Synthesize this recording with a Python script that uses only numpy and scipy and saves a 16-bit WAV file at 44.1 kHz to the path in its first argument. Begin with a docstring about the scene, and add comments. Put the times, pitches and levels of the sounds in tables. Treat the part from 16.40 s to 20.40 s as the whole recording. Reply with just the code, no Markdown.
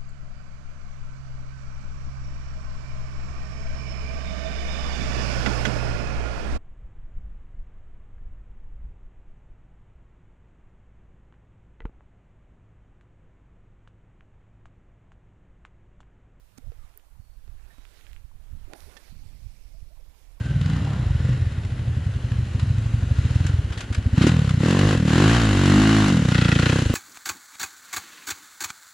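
"""Fly cast on a lake shore

Heard from the angler's chest. The line swishes and sings in the air, is hauled ticking through the rod
rings, slaps the rod as it is let go and shoots out hissing; a woollen sleeve rustles. Wind buffets the
microphone, water plops and a far bird whistles. The left channel is almost dead."""
import sys
import numpy as np
from scipy import signal
from scipy.fft import rfft, irfft
from scipy.io import wavfile
from scipy.ndimage import uniform_filter1d

SR = 44100
rng = np.random.default_rng(int(sys.argv[2]) if len(sys.argv) > 2 else 0)


def generate_wav(sig):
    """Save sig (samples, or channels by samples) to the path in sys.argv[1] as 16-bit PCM at SR."""
    pcm = np.round(np.clip(np.atleast_2d(sig).T, -1, 1) * 32767).astype(np.int16)
    wavfile.write(sys.argv[1], SR, pcm)


N = 176400
T = np.arange(N) / SR
AGE = T[:SR // 10]  # time since an impact


def from_db(db):
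    """Decibels to gain."""
    return 10 ** (np.asarray(db) / 20)


def unit_rms(x):
    """Scale to unit power."""
    return x / np.sqrt(np.mean(x ** 2) + 1e-20)


def level(curve, column=1):
    """Gain over time from one dB column of a curve."""
    curve = np.array(curve)
    return from_db(np.interp(T, curve[:, 0], curve[:, column]))


def colour(x, spectrum):
    """Shape a steady signal's spectrum; unit power."""
    hz, db = np.transpose(spectrum)
    bins_hz = np.fft.rfftfreq(N, 1 / SR) + 1e-3
    low_cut = 1 / np.sqrt(1 + (hz[0] / 2 / bins_hz) ** 4)
    gain = from_db(np.interp(np.log(bins_hz), np.log(hz), db))
    return unit_rms(irfft(rfft(x) * low_cut * gain, N))


def noise(spectrum):
    """Coloured noise; unit power."""
    return colour(rng.standard_normal(N), spectrum)


def wander(cutoff_hz):
    """Low-passed random drift; unit power."""
    return unit_rms(signal.sosfilt(signal.butter(2, cutoff_hz, fs=SR, output="sos"), rng.standard_normal(N)))


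def swell(peak_s, rise_s, fall_s):
    """Gaussian envelope, separate widths before and after the peak."""
    return np.exp(-((T - peak_s) / np.where(T < peak_s, rise_s, fall_s)) ** 2 / 2)


def mode(hz, t60_s):
    """A struck, decaying resonance."""
    return np.sin(2 * np.pi * hz * AGE) * from_db(-60 * AGE / t60_s)


def glide(length_s, start_hz, hz_per_s):
    """Soft-edged tone with a linear pitch slide."""
    age = T[:int(length_s * SR)]
    return np.sin(2 * np.pi * (start_hz + hz_per_s * age / 2) * age) * signal.windows.tukey(len(age), .5)


def add(out, start_s, sound):
    """Mix a short sound in place."""
    i = int(start_s * SR)
    out[i:i + len(sound)] += sound[:N - i]


def grains(per_s, spread_db):
    """Random clicks of uneven size."""
    clicks = (rng.random(N) < per_s / SR) * rng.choice([-1, 1], N)
    return clicks * from_db(spread_db * np.minimum(rng.exponential(1, N), 3))


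def friction(spectrum):
    """Stick-slip grains over a smooth hiss."""
    stick_slip = unit_rms(grains(per_s=1500, spread_db=8))
    return colour(0.48 * stick_slip + rng.standard_normal(N), spectrum)


def flicker(x, depth_db=1.6, rate_hz=14):
    """Shifting contact: each third of an octave swells and sinks on its own."""
    band = np.round(3 * np.log2(np.clip(np.fft.rfftfreq(N, 1 / SR), 600, 13000)))
    spectrum = rfft(x)
    return sum(irfft(spectrum * (band == k), N) * from_db(depth_db * wander(rate_hz))
               for k in np.unique(band))


# gust strength: time_s, rumble_relative_db, flutter_relative_db
GUSTS = [(0.0, -54.5, -79), (0.14, -69, -64), (0.19, -68, -60), (0.23, -49, -66), (0.27, -37, -57),
         (0.3, -46, -60), (0.34, -58, -82), (0.38, -42.5, -72), (0.44, -48.5, -62), (0.5, -55, -86),
         (0.65, -63, -96), (0.73, -51.5, -67), (0.8, -52, -58), (0.88, -54.5, -77.5), (1.1, -45.5, -62.5),
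         (1.2, -48, -73), (1.35, -59, -67), (1.41, -48.5, -69.5), (1.54, -57.5, -82), (1.66, -52.5, -69),
         (1.77, -43.5, -76), (1.85, -62.5, -58.5), (1.88, -52, -68), (2.08, -48.5, -64), (2.12, -41, -55.5),
         (2.2, -47, -53.5), (2.27, -44, -71), (2.35, -62, -81), (2.47, -46, -62), (2.52, -59.5, -70),
         (2.67, -56.5, -82), (2.71, -44, -53), (2.85, -47, -56), (3.01, -52, -57.5), (3.06, -40, -54.5),
         (3.14, -53.5, -62.5), (3.27, -49, -71), (3.44, -46.5, -65), (3.52, -51.5, -70.5),
         (3.7, -48.5, -66), (3.78, -60.5, -91), (3.95, -47, -69), (4.0, -50.5, -76)]
# wind spectra: freq_hz, relative_db
RUMBLE_SPECTRUM = [(12, 0.5), (25, 2), (45, 0), (65, -7), (100, -19), (150, -38.5), (300, -48.5),
                   (3000, -120)]
FLUTTER_SPECTRUM = [(60, -9.5), (100, -1), (140, -4), (200, -13.5), (300, -23), (600, -85), (1500, -98),
                    (6000, -110)]


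def wind(rumble_gain_db=8, flutter_gain_db=5.5, smoothing_s=0.0545, buffet_db=1.8, buffet_hz=12):
    """Lumpy pressure on the microphone port: gusts set its strength, eddies make it surge and sink."""
    out = np.zeros(N)
    layers = [(RUMBLE_SPECTRUM, rumble_gain_db), (FLUTTER_SPECTRUM, flutter_gain_db)]
    for column, (spectrum, gain_db) in enumerate(layers, start=1):
        eddies = noise(spectrum)
        local_rms = np.sqrt(uniform_filter1d(eddies ** 2, int(smoothing_s * SR)) + 1e-6)
        surge = from_db(gain_db + buffet_db * wander(buffet_hz))
        out += eddies / local_rms * surge * level(GUSTS, column)
    return out


# lake wash: freq_hz, relative_db
LAKE_SPECTRUM = [(100, 1.5), (300, 2.5), (800, 2.5), (1500, -3), (3000, -11), (6000, -17), (15000, -21)]


def lake(level_db=-69):
    """Steady wash of water."""
    return from_db(level_db) * noise(LAKE_SPECTRUM)


# haul envelope: time_s, level_db
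HAUL_LEVEL = [(0, -69.5), (.17, -68.5), (.46, -63.5), (.62, -69.5), (.8, -77), (1.0, -68.5), (1.12, -68),
              (1.32, -61), (1.6, -56), (1.77, -60), (1.82, -66.5), (1.94, -70), (2.05, -65.5), (2.33, -59),
              (2.4, -97), (4, -71)]
# line on rings: freq_hz, relative_db
HAUL_SPECTRUM = [(400, 4), (1100, -0.5), (1600, 4), (2800, 1), (4000, -2.5), (6500, -5.5), (9000, -8.5),
                 (15000, -12.5)]


def haul():
    """Line rubs through the rod rings."""
    return level(HAUL_LEVEL) * friction(HAUL_SPECTRUM)


# sweeps through the air, at top speed: peak_s, rise_s, fall_s, level_db, pitch_hz
SWISHES = [(.42, .25, 0.38, -69.5, 970), (1.33, 0.15, 0.085, -63.5, 1150), (2.17, 0.18, 0.48, -67, 725),
           (2.336, 0.036, 0.037, -55.5, 603), (2.5, 0.057, 0.13, -58.5, 570),
           (3.58, 0.067, 0.95, -69.5, 650)]


def swishes(width_octaves=1, sag_octaves=0.47, flicker_db=4.5, flicker_hz=23):
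    """Vortices shed by rod and line: louder and higher with speed."""
    power, weighted_octave = 1e-20, 0
    for peak_s, rise_s, fall_s, db, hz in SWISHES:
        speed = swell(peak_s, rise_s, fall_s)
        sweep_power = (speed * from_db(db)) ** 2
        power += sweep_power
        weighted_octave += sweep_power * (np.log2(hz) - sag_octaves * (1 - speed))
    centre_octave = weighted_octave / power
    out, weight_power = 0, 1e-20
    for hz in np.geomspace(180, 4000, 12):
        bandpass = signal.butter(2, [hz / 1.16, hz * 1.16], "band", fs=SR, output="sos")
        band = unit_rms(signal.sosfilt(bandpass, rng.standard_normal(N)))
        weight = 1 / (1 + ((np.log2(hz) - centre_octave) / width_octaves) ** 2)
        out += band * weight * from_db(flicker_db * wander(flicker_hz))
        weight_power += weight ** 2
    return out * np.sqrt(power / weight_power)


# line scuff: peak_s, rise_s, fall_s, level_db
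SCUFF = (.18, .003, .0025, -48)
# scuff friction: freq_hz, relative_db
SCUFF_SPECTRUM = [(500, 10.5), (2000, -1), (3500, -5), (6700, 6), (9000, -9), (15000, -9)]


def scuff():
    """Line scuffs just before the first slap."""
    peak_s, rise_s, fall_s, db = SCUFF
    return from_db(db) * swell(peak_s, rise_s, fall_s) * friction(SCUFF_SPECTRUM)


# line on rod: start_s, crack_db, crack_cutoff_hz, rod_gain_db, thud_db, thud_hz
SLAPS = [(.183, -28.5, 10000, -35, -34.5, 261), (0.319, -54, 1800, -37, -42.5, 465),
         (1.078, -42, 920, -40.5, -53, 402), (1.383, -59, 890, -39, -43.5, 268),
         (2.3347, -22, 1700, -21.5, -74, 370)]
# rod modes: freq_hz, relative_db, t60_s
ROD_MODES = [(540, -11, 0.012), (803, -7, 0.012), (1000, -4, 0.0028), (1380, -12, 0.017),
             (1900, -19, 0.016), (2060, -24, 0.0076), (2540, -17, 0.0099), (3700, -25, 0.036),
             (4600, -23, 0.014), (6000, -21, 0.007), (10400, -27, 0.0068)]


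def slaps(tail_db=-13.5, tail_t60_s=0.0048, thud_t60_s=0.049):
    """Line strikes the rod: a crack with a noisy tail, ringing modes and a thud."""
    out = np.zeros(N)
    rod = sum((-1) ** k * from_db(db) * mode(hz, t60_s) for k, (hz, db, t60_s) in enumerate(ROD_MODES))
    for start_s, crack_db, cutoff_hz, rod_db, thud_db, thud_hz in SLAPS:
        lowpass = signal.butter(1, cutoff_hz, fs=SR)
        contact = signal.lfilter(*lowpass, signal.unit_impulse(len(AGE)))
        tail = unit_rms(signal.lfilter(*lowpass, rng.standard_normal(len(AGE))))
        tail *= from_db(tail_db - 60 * AGE / tail_t60_s)
        crack = from_db(crack_db) * (contact / contact.max() + tail)
        thud = from_db(thud_db) * mode(thud_hz, thud_t60_s)
        add(out, start_s, crack + from_db(rod_db) * rod + thud)
    return out


# bubbles: start_s, level_db, start_hz, glide_hz_per_s, length_s
PLOPS = [(0.211, -57.5, 388, 4600, 0.081), (0.555, -58.5, 398, 905, 0.036),
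         (1.914, -50.5, 1000, 7000, 0.0051), (3.336, -57, 632, 1210, 0.044), (3.501, -56, 540, 5860, 0.037),
         (3.594, -54.5, 490, 1000, 0.02)]


def plops():
    """Water plops at the bank; each bubble rises in pitch as it fades."""
    out = np.zeros(N)
    for start_s, db, hz, hz_per_s, length_s in PLOPS:
        bubble = glide(length_s, hz, hz_per_s)
        add(out, start_s, from_db(db) * bubble * np.linspace(1, .5, len(bubble)))
    return out


# single eddies: centre_s, peak_db, width_s
PUFFS = [(0.275, -28.5, 0.0027), (0.299, -29, 0.0028), (0.8, -33, 0.0024), (1.107, -37.5, 0.005),
         (1.85, -31.5, 0.0039), (2.133, -28.5, 0.0034), (2.726, -34, 0.0016), (2.77, -38.5, 0.0022),
         (2.861, -32, .003), (3.065, -26.5, 0.0032), (3.349, -39.5, 0.0024), (3.429, -32.5, 0.0024)]


def puffs():
    """Each eddy thumps the microphone port: a push, then a pull."""
    return sum(from_db(db) * (centre_s - T) / width_s * np.exp(.5) * swell(centre_s, width_s, width_s)
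               for centre_s, db, width_s in PUFFS)


# line tones: start_s, length_s, level_db, start_hz, glide_hz_per_s
LINE_TONES = [(0.37, 0.13, -63, 1343, -2400), (0.402, 0.096, -74, 1900, 5503),
              (1.294, 0.052, -57.5, 1790, 897), (2.264, 0.11, -51.5, 301.7, 901),
              (2.296, 0.089, -50.5, 672.5, 1002), (2.35, 0.049, -62, 10660, -45000),
              (2.458, 0.075, -54.5, 375, 1198)]


def singing(width_hz=80):
    """Narrow, unsteady tones of the line: aeolian singing of the taut line, and a thin falling whistle as it
    slips off the fingers at 2.35 s."""
    out = np.zeros(N)
    for start_s, length_s, db, hz, hz_per_s in LINE_TONES:
        add(out, start_s, from_db(db) * glide(length_s, hz, hz_per_s))
    return out * wander(width_hz)


# line on a ring: start_s, knock_peak_db, low_hz, high_hz, edge_relative_db
TICKS = [(0.54, -49, 1000, 3500, -14), (0.597, -46, 1600, 3280, -18), (1.4524, -33.5, 1050, 3440, -8),
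         (1.573, -42, 1600, 4130, -15), (1.611, -40.5, 1900, 3600, -12), (1.6673, -35, 1760, 3400, -26),
         (1.7153, -42, 1900, 3480, -22), (1.7316, -36, 1900, 3930, -6), (1.7633, -35, 1550, 3050, -32),
         (2.4052, -35, 3300, 5700, -6), (2.703, -45, 1500, 5500, -16)]


def ticks(edge_t60_s=0.002):
    """Line taps a ring: a dry, band-limited knock with a hard edge of noise."""
    out = np.zeros(N)
    for start_s, db, low_hz, high_hz, edge_db in TICKS:
        highpass = signal.butter(2, low_hz, "high", fs=SR, output="sos")
        lowpass = signal.butter(8, high_hz, fs=SR, output="sos")
        knock = signal.sosfilt(np.vstack([highpass, lowpass]), signal.unit_impulse(len(AGE)) + 1e-18)
        edge = rng.standard_normal(len(AGE)) * from_db(edge_db - 60 * AGE / edge_t60_s)
        add(out, start_s, from_db(db) * (knock / np.abs(knock).max() + edge))
    return out


# reel snap: start_s, level_db
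SNAPS = [(0.575, -26), (0.5755, -34)]
# snap before its low cut: freq_hz, relative_db
SNAP_SPECTRUM = [(3000, -36), (5500, -25), (7300, -10), (8400, -14), (9800, 3), (11300, -6), (12200, 4),
                 (15000, 3)]


def reel_snap(t60_s=0.0049, low_cut_hz=6500):
    """Hard little snap at the reel: bright, fast-decaying noise."""
    out = np.zeros(N)
    highpass = signal.butter(2, low_cut_hz, "high", fs=SR)
    for start_s, db in SNAPS:
        burst = noise(SNAP_SPECTRUM)[:len(AGE)] * from_db(db - 60 * AGE / t60_s)
        add(out, start_s, signal.lfilter(*highpass, burst))
    return out


# bird notes: start_s, length_s, level_db, start_hz, glide_hz_per_s
WHISTLES = [(.765, .25, -75, 4470, -200), (1.29, .175, -65.5, 3780, 750)]


def bird(waver_depth=.2, waver_hz=40):
    """Far gliding whistles, wavering in level."""
    out = np.zeros(N)
    for start_s, length_s, db, hz, hz_per_s in WHISTLES:
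        add(out, start_s, from_db(db) * glide(length_s, hz, hz_per_s))
    return out * (1 + waver_depth * wander(waver_hz))


# finger slips: peak_s, rise_s, fall_s, level_db
SLIPS = [(1.31, .025, .035, -69), (2.38, .022, .07, -56.5)]
# line on fingers: freq_hz, relative_db
SLIP_SPECTRUM = [(5000, -21), (8000, -6), (10000, 2.5), (12500, -1), (15000, -8)]


def slips():
    """Line slips off the fingers with a thin hiss."""
    envelope = sum(from_db(db) * swell(peak_s, rise_s, fall_s) for peak_s, rise_s, fall_s, db in SLIPS)
    return envelope * friction(SLIP_SPECTRUM)


# shoot envelope: time_s, level_db
SHOOT_LEVEL = [(2.33, -79), (2.355, -57), (2.41, -54.5), (2.5, -55), (2.6, -56.5), (2.7, -57),
               (2.76, -66.5), (3, -73)]
# running line and loose coils: freq_hz, relative_db
SHOOT_SPECTRUM = [(200, 0.5), (700, 1.5), (1200, 1), (1700, 3.5), (2400, 1.5), (3000, -2), (4200, 1.5),
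                  (5800, 0.5), (7400, -5.5), (10000, -5.5), (12500, -6), (15000, -13)]
CRACKLE_SPECTRUM = [(300, 11.5), (800, 6), (2000, 6), (5000, -7), (12000, -28)]


def shoot():
    """Friction hiss of loose line shooting out."""
    return level(SHOOT_LEVEL) * friction(SHOOT_SPECTRUM)


def coil_crackle(relative_db=-5.5):
    """Loose coils crackle as they leave the hand."""
    crackle = colour(grains(per_s=59, spread_db=2.5), CRACKLE_SPECTRUM)
    return from_db(relative_db) * level(SHOOT_LEVEL) * crackle


# sleeve envelope: time_s, level_db
SLEEVE_LEVEL = [(2.3, -90), (2.55, -65), (2.75, -63), (2.87, -60), (3.05, -60.5), (3.2, -61.5),
                (3.42, -63.5), (3.52, -66.5), (3.72, -66), (3.79, -61.5), (4, -67.5)]
# wool on wool: freq_hz, relative_db
SLEEVE_SPECTRUM = [(250, 8.5), (700, 6), (1400, -4.5), (2300, 5), (3300, 0.5), (5500, 1), (7500, -3),
                   (12500, -5.5), (15000, -11)]


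def sleeve():
    """Wool rubs as the arm reaches forward."""
    return level(SLEEVE_LEVEL) * friction(SLEEVE_SPECTRUM)


# friction resonances: peak_s, rise_s, fall_s, pitch_hz, level_db
ZINGS = [(2.51, 0.064, .09, 10000, -64), (2.8, 0.13, .15, 4400, -66), (2.9, 0.11, .25, 5200, -69.5),
         (3.2, 0.26, .22, 5700, -74), (2.8, .15, .3, 2100, -80), (3.0, 0.13, .25, 8500, -77),
         (2.7, 0.17, 0.33, 14000, -77)]


def zings(width_hz=260):
    """Friction excites narrow resonances, each swelling in its turn."""
    return sum(from_db(db) * swell(peak_s, rise_s, fall_s) * wander(width_hz) * np.sin(2 * np.pi * hz * T)
               for peak_s, rise_s, fall_s, hz, db in ZINGS)


# touches on the first ring: start_s, gain_db
RATTLES = [(2.565, -56), (2.568, -37.5), (2.5693, -54), (2.5724, -40)]
# ring modes: freq_hz, relative_db, t60_s
RING_MODES = [(1790, -3, 0.051), (2680, -8, 0.017), (3430, -5.5, 0.021), (5160, -4, 0.012),
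              (9400, -16, 0.0056)]


def rattle(scrape_db=-7, scrape_t60_s=0.048, scrape_cutoff_hz=4940):
    """Line rattles the first ring: each touch strikes its modes and adds a dry scrape."""
    out = np.zeros(N)
    lowpass = signal.butter(2, scrape_cutoff_hz, fs=SR)
    for start_s, gain_db in RATTLES:
        ringing = sum(from_db(db + rng.normal()) * mode(hz, t60_s) for hz, db, t60_s in RING_MODES)
        scrape = unit_rms(signal.lfilter(*lowpass, rng.standard_normal(len(AGE))))
        scrape *= from_db(scrape_db - 60 * AGE / scrape_t60_s)
        add(out, start_s, from_db(gain_db) * (ringing + scrape))
    return out


def scene(left_gain_db=-29.5, left_cutoff_hz=194):
    """Everything reaches the right channel; the left gets only a dull trace."""
    air = wind() + swishes() + puffs() + singing()
    rubbing = flicker(haul() + shoot() + sleeve()) + scuff() + slips() + coil_crackle() + zings()
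    impacts = slaps() + ticks() + reel_snap() + rattle()
    shore = lake() + plops() + bird()
    right = air + rubbing + impacts + shore
    left = from_db(left_gain_db) * signal.lfilter(*signal.butter(1, left_cutoff_hz, fs=SR), right)
    return np.array([left, right])


# channel hiss: freq_hz, relative_db
LEFT_HISS_SPECTRUM = [(60, 17), (150, 11), (400, 1.5), (1000, -1), (6000, 0), (12000, 1.5), (15000, 0)]
RIGHT_HISS_SPECTRUM = [(100, 9), (1000, -4.5), (6000, -2.5), (12000, 1), (15000, -4.5)]


def record(dry, left_hiss_db=-69.5, right_hiss_db=-71.5, cutoff_hz=15400):
    """Separate hiss on each channel, then a steep treble cut."""
    hiss = np.array([from_db(left_hiss_db) * noise(LEFT_HISS_SPECTRUM),
                     from_db(right_hiss_db) * noise(RIGHT_HISS_SPECTRUM)])
    lowpass = signal.ellip(10, .1, 70, cutoff_hz, fs=SR, output="sos")
    return signal.sosfilt(lowpass, dry + hiss)


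dry = scene()
out = record(dry)
generate_wav(out)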